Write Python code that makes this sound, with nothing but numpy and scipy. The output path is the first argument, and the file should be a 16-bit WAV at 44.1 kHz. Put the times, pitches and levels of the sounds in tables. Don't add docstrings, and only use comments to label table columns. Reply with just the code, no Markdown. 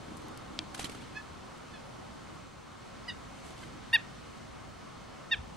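import sys
import numpy as np
from scipy import signal
from scipy.fft import rfft, irfft, next_fast_len
from scipy.io import wavfile
from scipy.ndimage import uniform_filter1d

SR = 44100
rng = np.random.default_rng(int(sys.argv[2]) if len(sys.argv) > 2 else 0)


def master_out(mix):
    frames = np.transpose(np.atleast_2d(mix))
    ceiling = np.clip(frames, -1, 1)
    pcm = np.round(ceiling * 32767).astype(np.int16)
    wavfile.write(sys.argv[1], SR, pcm)


def voltage_ratio(level):
    return 10 ** (np.asarray(level, float) / 20)


N = 245195
TIME = np.arange(N) / SR

# start_s, swell_s, hold_s, fade_db_per_s, level_db
FLIGHTS = [
    (.735, .012, .12, 90, -55),
    (3.33, .13, .17, 150, -62.5),
]


def colour(x, points):
    hz, db = np.transpose(points)
    size = next_fast_len(x.shape[-1])
    f = np.maximum(np.arange(size // 2 + 1) * SR / size, 1)
    gain = voltage_ratio(np.interp(np.log(f), np.log(hz), db))
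    return irfft(rfft(x, size) * gain, size)[..., :x.shape[-1]]


def unit(x):
    return x / np.sqrt(np.mean(x ** 2))


def ring(x, hz, t60):
    pole = np.exp(2j * np.pi * hz / SR - np.log(1000) / (t60 * SR))
    return signal.lfilter([1], [1, -pole], x).imag


def add(out, x, s, pan_db):
    i = int(s * SR)
    x = x[..., :N - i]
    out[:, i:i + x.shape[-1]] += x * voltage_ratio(np.array([[pan_db], [-pan_db]]) / 2)


def walk(rate):
    k = int(SR / rate)
    held = np.repeat(rng.standard_normal(N // k + 1), k)
    slewed = uniform_filter1d(uniform_filter1d(held, k), k)
    return unit(slewed[:N])


def bump(s, half):
    return np.exp(-((TIME - s) / half) ** 2)


def land():
    # frequency_hz, density_db_per_hz
    spectrum = [(22, -14), (49, -3), (130, -0.5), (250, -6.5), (320, -13), (600, -10), (1330, -8.5),
                (1550, -15), (4000, -21), (8000, -28.5), (11500, -39.5), (12600, -53.5), (13800, -43),
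                (14500, -62)]
    # frequency_hz, side_minus_mid_db
    width = [(60, -8), (110, -9), (200, 2), (380, 7), (700, -0.5), (1290, -5), (2380, -5.5), (4400, -6.5),
             (8120, -4), (15000, -0.5)]
    # time_s, level_db
    breeze_points = [(0.0, -54.5), (0.36, -55), (0.71, -55), (1.02, -51), (1.33, -56.5), (2.32, -55),
                     (2.49, -57.5), (2.74, -58.5), (3.13, -53.5), (4.3, -54), (4.65, -55.5), (5.26, -56.5),
                     (5.56, -55)]
    follow = [
        (0.66, 0.38),
        (0.082, 1),
        (0.42, 0.53),
    ]
    breeze = np.interp(TIME, *np.transpose(breeze_points))
    traffic = -0.36 * TIME - 2.5 * bump(2.56, 0.23)
    swell = [a * (breeze - breeze.mean()) + b * (traffic - traffic.mean()) for a, b in follow]
    noise = colour(rng.standard_normal((2, N)), spectrum)
    noise[1] = colour(noise[1], width)
    out = 0
    for hz in 20 * 2 ** np.arange(0, 10, .5):
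        db = swell[int(hz > 420) + int(hz > 1500)]
        flicker_db = np.interp(np.log2(hz), [6, 10, 13], [1.5, .9, .5]) * walk(9)
        edges = [(hz / 2, -90), (hz / 2 ** .5, -40), (hz / 2 ** .25, -3), (hz, 0),
                 (hz * 2 ** .25, -3), (hz * 2 ** .5, -40), (hz * 2, -90)]
        out = out + voltage_ratio(db + flicker_db) * colour(noise, edges)
    mid, side = voltage_ratio(-49.5) * out / np.sqrt(np.mean(out[0] ** 2))
    return np.array([mid + side, mid - side])


def engine():
    # frequency_hz, bandwidth_hz, level_db
    tones = [(234.5, 16, -2), (308, 59, 0.4)]
    drone = sum(voltage_ratio(db) * unit(ring(rng.standard_normal(N), hz, 1.8 / width)) for hz, width, db in tones)
    idle_db = np.maximum(-53 - 6.5 * TIME, -64)
    rev_db = 7.5 * bump(3.7, 0.18)
    return drone * voltage_ratio(idle_db + rev_db)


def electronics():
    whine = voltage_ratio(-93) * np.sin(2 * np.pi * 15715 * TIME + walk(60))
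    skirt = [(14600, -60), (15200, -10), (15600, -6), (15750, 0), (15830, -40)]
    return whine + voltage_ratio(-92) * unit(colour(rng.standard_normal(N), skirt))


def claws():
    # start_s, peak_db, centre_hz, t60_s, left_minus_right_db
    ticks = [(.103, -74, 8000, .006, 1), (.170, -51, 8100, 0.0083, 6), (.174, -59, 9000, 0.0089, 19),
             (.180, -58, 8000, .008, 1), (.219, -57, 9000, .006, 1), (.272, -52, 6500, .006, 1),
             (0.284, -49.5, 7960, .006, 4), (.290, -63, 8000, .006, 1), (.318, -64, 10000, .006, 1),
             (0.375, -47, 7000, .012, 6)]
    out, t = np.zeros((2, N)), np.arange(SR // 20) / SR
    for s, db, hz, t60, pan_db in ticks:
        scrape = rng.standard_normal(len(t)) * voltage_ratio(-60 * t / t60)
        band = [(hz / 4, -24), (hz / 2, -3), (hz, 0), (hz * 1.45, -5), (hz * 3.5, -34)]
        add(out, voltage_ratio(db + 9) * colour(scrape, band), s, pan_db)
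    return out


def wind():
    # centre_s, level_db
    gusts = [(0.505, -56), (.63, -63), (.88, -55), (2.803, -69), (3.988, -61), (5.41, -48.5)]
    low = [(25, -17), (55, 10), (100, 5), (150, -10.0), (250, -42), (1000, -120)]
    rumble = unit(colour(rng.standard_normal(N), low))
    return rumble * sum(voltage_ratio(db) * bump(s, 0.077) for s, db in gusts)


def push_off():
    # start_s, peak_db, left_minus_right_db
    knocks = [(0.5906, -14.5, 1)]
    # frequency_hz, level_db, t60_s
    modes = [(310, 1.5, 0.21), (690, -2, 0.022), (1350, -12, .015), (1860, -12, .015), (2380, -15, 0.048),
             (2700, -20, 0.069), (3240, -9, 0.03), (3480, 2, 0.007), (3920, 0.5, 0.0071),
             (4600, -3, 0.0093), (4800, 3, 0.0046), (5460, -10, 0.0069), (6500, -12, .006),
             (8020, 0, 0.0045), (11000, -30, .004)]
    out, t = np.zeros((2, N)), np.arange(SR // 20) / SR
    for s, db, pan_db in knocks:
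        contact = np.sin(2 * np.pi * np.clip(t / .0002, 0, 1))
        knock = sum(voltage_ratio(g) * ring(contact, hz, t60) for hz, g, t60 in modes)
        add(out, voltage_ratio(db) * knock / np.abs(knock).max(), s, pan_db)
    return out


def feathers(size):
    # frequency_hz, density_db_per_hz
    spectrum = [(600, -10), (1500, -0.5), (3500, 0), (6000, -5.5), (9000, -5.5), (11500, -14), (13500, -21),
                (15000, -50)]
    # frequency_hz, left_minus_right_db
    lean = [(300, -12), (3000, -1), (5000, -1), (8000, 8.5)]
    grain = voltage_ratio(1.0 * rng.standard_normal(size))
    mid, side = unit(colour(rng.standard_normal((2, size)) * grain, spectrum))
    hz, db = np.transpose(lean)
    left, right = mid + voltage_ratio(-4) * side * np.array([[1], [-1]])
    return np.array([colour(left, np.c_[hz, db / 2]), colour(right, np.c_[hz, -db / 2])])


def rustle_db():
    faint_db = -80
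    levels = []
    for s, swell, hold, fade, db in FLIGHTS:
        rising = (TIME - s - swell) / swell * (db - faint_db)
        falling = (s + swell + hold - TIME) * fade
        levels.append(db + np.clip(np.minimum(rising, falling), faint_db - db, 0))
    return np.max(levels, axis=0)


def wings():
    # time_s, swish_db, thump_db, clap_hz, clap_db
    beats = [(0.748, -42, -50, 1560, -38.5), (0.779, -50, -62, 8000, -52), (.796, -39, -39, 770, -35.5),
             (.830, -48, -60, 6000, -47), (.845, -40, -37, 4100, -39), (.856, -56, -48, 3120, -40),
             (.897, -47.5, -42, 2250, -49), (.950, -52.5, -46, 1300, -44), (3.402, -66, -63, 6200, -60),
             (3.463, -60, -49, 8000, -64), (3.506, -59, -50, 7500, -62), (3.580, -60, -67, 8000, -69),
             (3.591, -60, -58, 3500, -56), (3.638, -65, -57, 8000, -71)]
    air = [(40, -2), (120, -9), (320, 15), (800, -10), (1500, -40), (4000, -100)]
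    t = np.arange(SR // 12) / SR
    out = feathers(N) * voltage_ratio(rustle_db() + 4.9 * walk(70))
    lead = .006
    rise, fall = np.clip(t - lead, None, 0), np.clip(t - lead, 0, None)
    for s, swish_db, thump_db, clap_hz, clap_db in beats:
        leaving = s < FLIGHTS[1][0]
        pan_db = leaving * max(1 - 42 * (s - beats[0][0]), -4)
        noise = rng.standard_normal((2, len(t)))
        decay = np.exp(-fall / .004) + .42 * np.exp(-fall / .013)
        swish = voltage_ratio(swish_db) * feathers(len(t)) * np.exp(rise / .002) * decay
        clap = voltage_ratio(clap_db) * unit(ring(noise[0], clap_hz, 0.021)) * np.exp(rise / 0.0021 - fall / 0.0033)
        puff = unit(colour(noise[1], air))
        puff = puff - 2.0 * np.exp(-((t - lead) / 0.00056) ** 2)
        thump = voltage_ratio(thump_db) * puff * np.exp(rise / 0.003 - fall / 0.0038)
        add(out, swish + clap + thump, s - lead, pan_db)
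    return out


def breath(start, length, db, crest, pointed, top_hz, top, sag):
    t = np.arange(start - .002, start + length + .002, 1 / SR)
    u = np.clip((t - start) / length, 0, 1)
    swell = np.sin(np.pi / 2 * np.minimum(u / crest, (1 - u) / (1 - crest))) ** pointed
    pitch = top_hz * (1 - sag * ((u - top) * length / .02) ** 2)
    return t, u, pitch, voltage_ratio(db) * swell


def call(sung, arch, throat, pan):
    pan_db, tilt_db, lead_ms, shimmer_db = pan
    t, u, pitch, pressure = breath(*sung, *arch)
    effort = uniform_filter1d(pressure, size=60)
    k = np.arange(1, 14)[:, None]
    harmonic_hz = k * pitch
    upper = np.maximum(k - 4, 0)
    dull_db = upper * (.13 * 20 * np.log10(effort / effort.max() + .03) - 3.0 * u)
    throat_hz, throat_db = np.transpose(throat)
    gain = voltage_ratio(np.interp(np.log(harmonic_hz), np.log(throat_hz), throat_db) + dull_db)
    gain *= voltage_ratio(-90 * np.maximum(np.log2(harmonic_hz / throat_hz[-1]), 0))
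    drift = rng.standard_normal((len(k), 8))
    knots = np.linspace(t[0], t[-1], 8)
    gain *= voltage_ratio(shimmer_db * np.array([np.interp(t, knots, row) for row in drift]))
    phase = k * 2 * np.pi * np.cumsum(pitch) / SR
    phase = phase + .04 * k ** 2
    phase = phase + .6 * (shimmer_db - .5) * drift[:, :1]
    lead = np.pi * harmonic_hz * lead_ms / 1000
    lean = voltage_ratio((pan_db + tilt_db * np.log2(harmonic_hz / 2000)) / 2)
    left = (-gain * lean * np.cos(phase + lead)).sum(axis=0)
    right = (-gain / lean * np.cos(phase - lead)).sum(axis=0)
    return t[0], effort * np.array([left, right])


def field(voice):
    # delay_s, level_db, left_minus_right_db
    slaps = [(0.029, -25, -7), (0.037, -28, -1), (.047, -31, 2)]
    t = np.arange(SR // 4) / SR
    t60 = .34
    paths = rng.standard_normal((2, len(t))) * voltage_ratio(-60 * t / t60) * np.clip(t / .035, 0, 1) ** 2
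    paths *= voltage_ratio(-24) / np.sqrt(np.sum(paths ** 2) / 2)
    for lag, db, pan_db in slaps:
        paths[:, int(lag * SR)] += voltage_ratio(db + np.array([pan_db, -pan_db]) / 2)
    paths = signal.sosfilt(signal.butter(1, 3500, fs=SR, output="sos"), paths)
    return signal.fftconvolve(voice.mean(axis=0)[None], paths, axes=1)[:, :N]


def bird():
    # start_s, length_s, level_db, crest_share_of_length, pointedness (0 flat, 1 round)
    sung_calls = [
        (1.140, .054, -42.5, .57, 2.2),
        (3.078, .0335, -37.5, .47, .8),
        (3.9287, .0403, -18.1, .47, .7),
        (1.731, .042, -50, .45, .6),
        (3.625, .021, -47, .52, 2.0),
        (5.310, .043, -24.6, .42, 1.1),
    ]
    # top_pitch_hz, top_share_of_length, sag_share_of_pitch 20 ms from the top
    arches = [(861, 0.63, 0.0306), (983, 0.27, 0.075), (940.7, 0.41, 0.13), (870, 0.22, .03),
              (521, .0, .03), (921, 0.27, 0.096)]
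    # frequency_hz, level_db
    throats = [
        [(860, -22), (1720, 0), (2580, -2), (3440, -12), (4300, -13), (5160, -11), (6900, -19), (8000, -22)],
        [(975, -14), (1900, -1), (3760, 0), (3920, -12), (4620, -14), (4880, -1), (5850, -28), (9800, -19)],
        [(930, -22), (1800, 0), (3750, -6), (4300, -21), (4680, -14), (5600, -28), (7500, -38), (11200, -16)],
        [(880, -14), (1760, 0), (2640, -7), (3500, -8), (4400, -7), (5300, -20), (7000, -30), (9000, -45)],
        [(1000, -10), (1550, 0), (2050, -2), (2560, -8), (3070, 0), (3600, -10), (4600, -6), (5500, -20)],
        [(915, -28), (1750, 0), (2750, -4), (3680, 0), (4300, -26), (4600, -19), (5500, -22), (8200, -38)],
    ]
    # left_minus_right_db at 2 kHz, tilt_db_per_octave, left_lead_ms, shimmer_db
    pans = [(-6, 1, -.02, 3), (-3.5, 3, -.015, 1.8), (-.5, 2, .028, .5), (-2, 2, 0, 3), (0, 1, 0, 1),
            (-.5, 2, .028, .5)]
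    # first_delay_s, level_db
    near_echoes = [(.014, -8), (.011, -12.5), (.009, -34), (0.017, -11), (0.014, -28), (.009, -27)]
    out = np.zeros((2, N))
    for sung, arch, throat, pan, (first, near_db) in zip(sung_calls, arches, throats, pans, near_echoes):
        s, voice = call(sung, arch, throat, pan)
        add(out, voice, s, 0)
        add(out, voltage_ratio(near_db) * voice[::-1], s + first, 0)
        add(out, voltage_ratio(near_db) * voice, s + 1.9 * first, 0)
    return out + field(out)


def scene():
    port = [(11500, 0), (14000, -5), (15200, -28)]
    near = colour(claws() + push_off() + wings(), port)
    return land() + engine() + wind() + near + bird()


def band_limit(x):
    return signal.sosfilt(signal.butter(12, 15830, fs=SR, output="sos"), x)


def record(dry):
    mix = dry + electronics()
    return band_limit(mix)


dry = scene()
out = record(dry)
master_out(out)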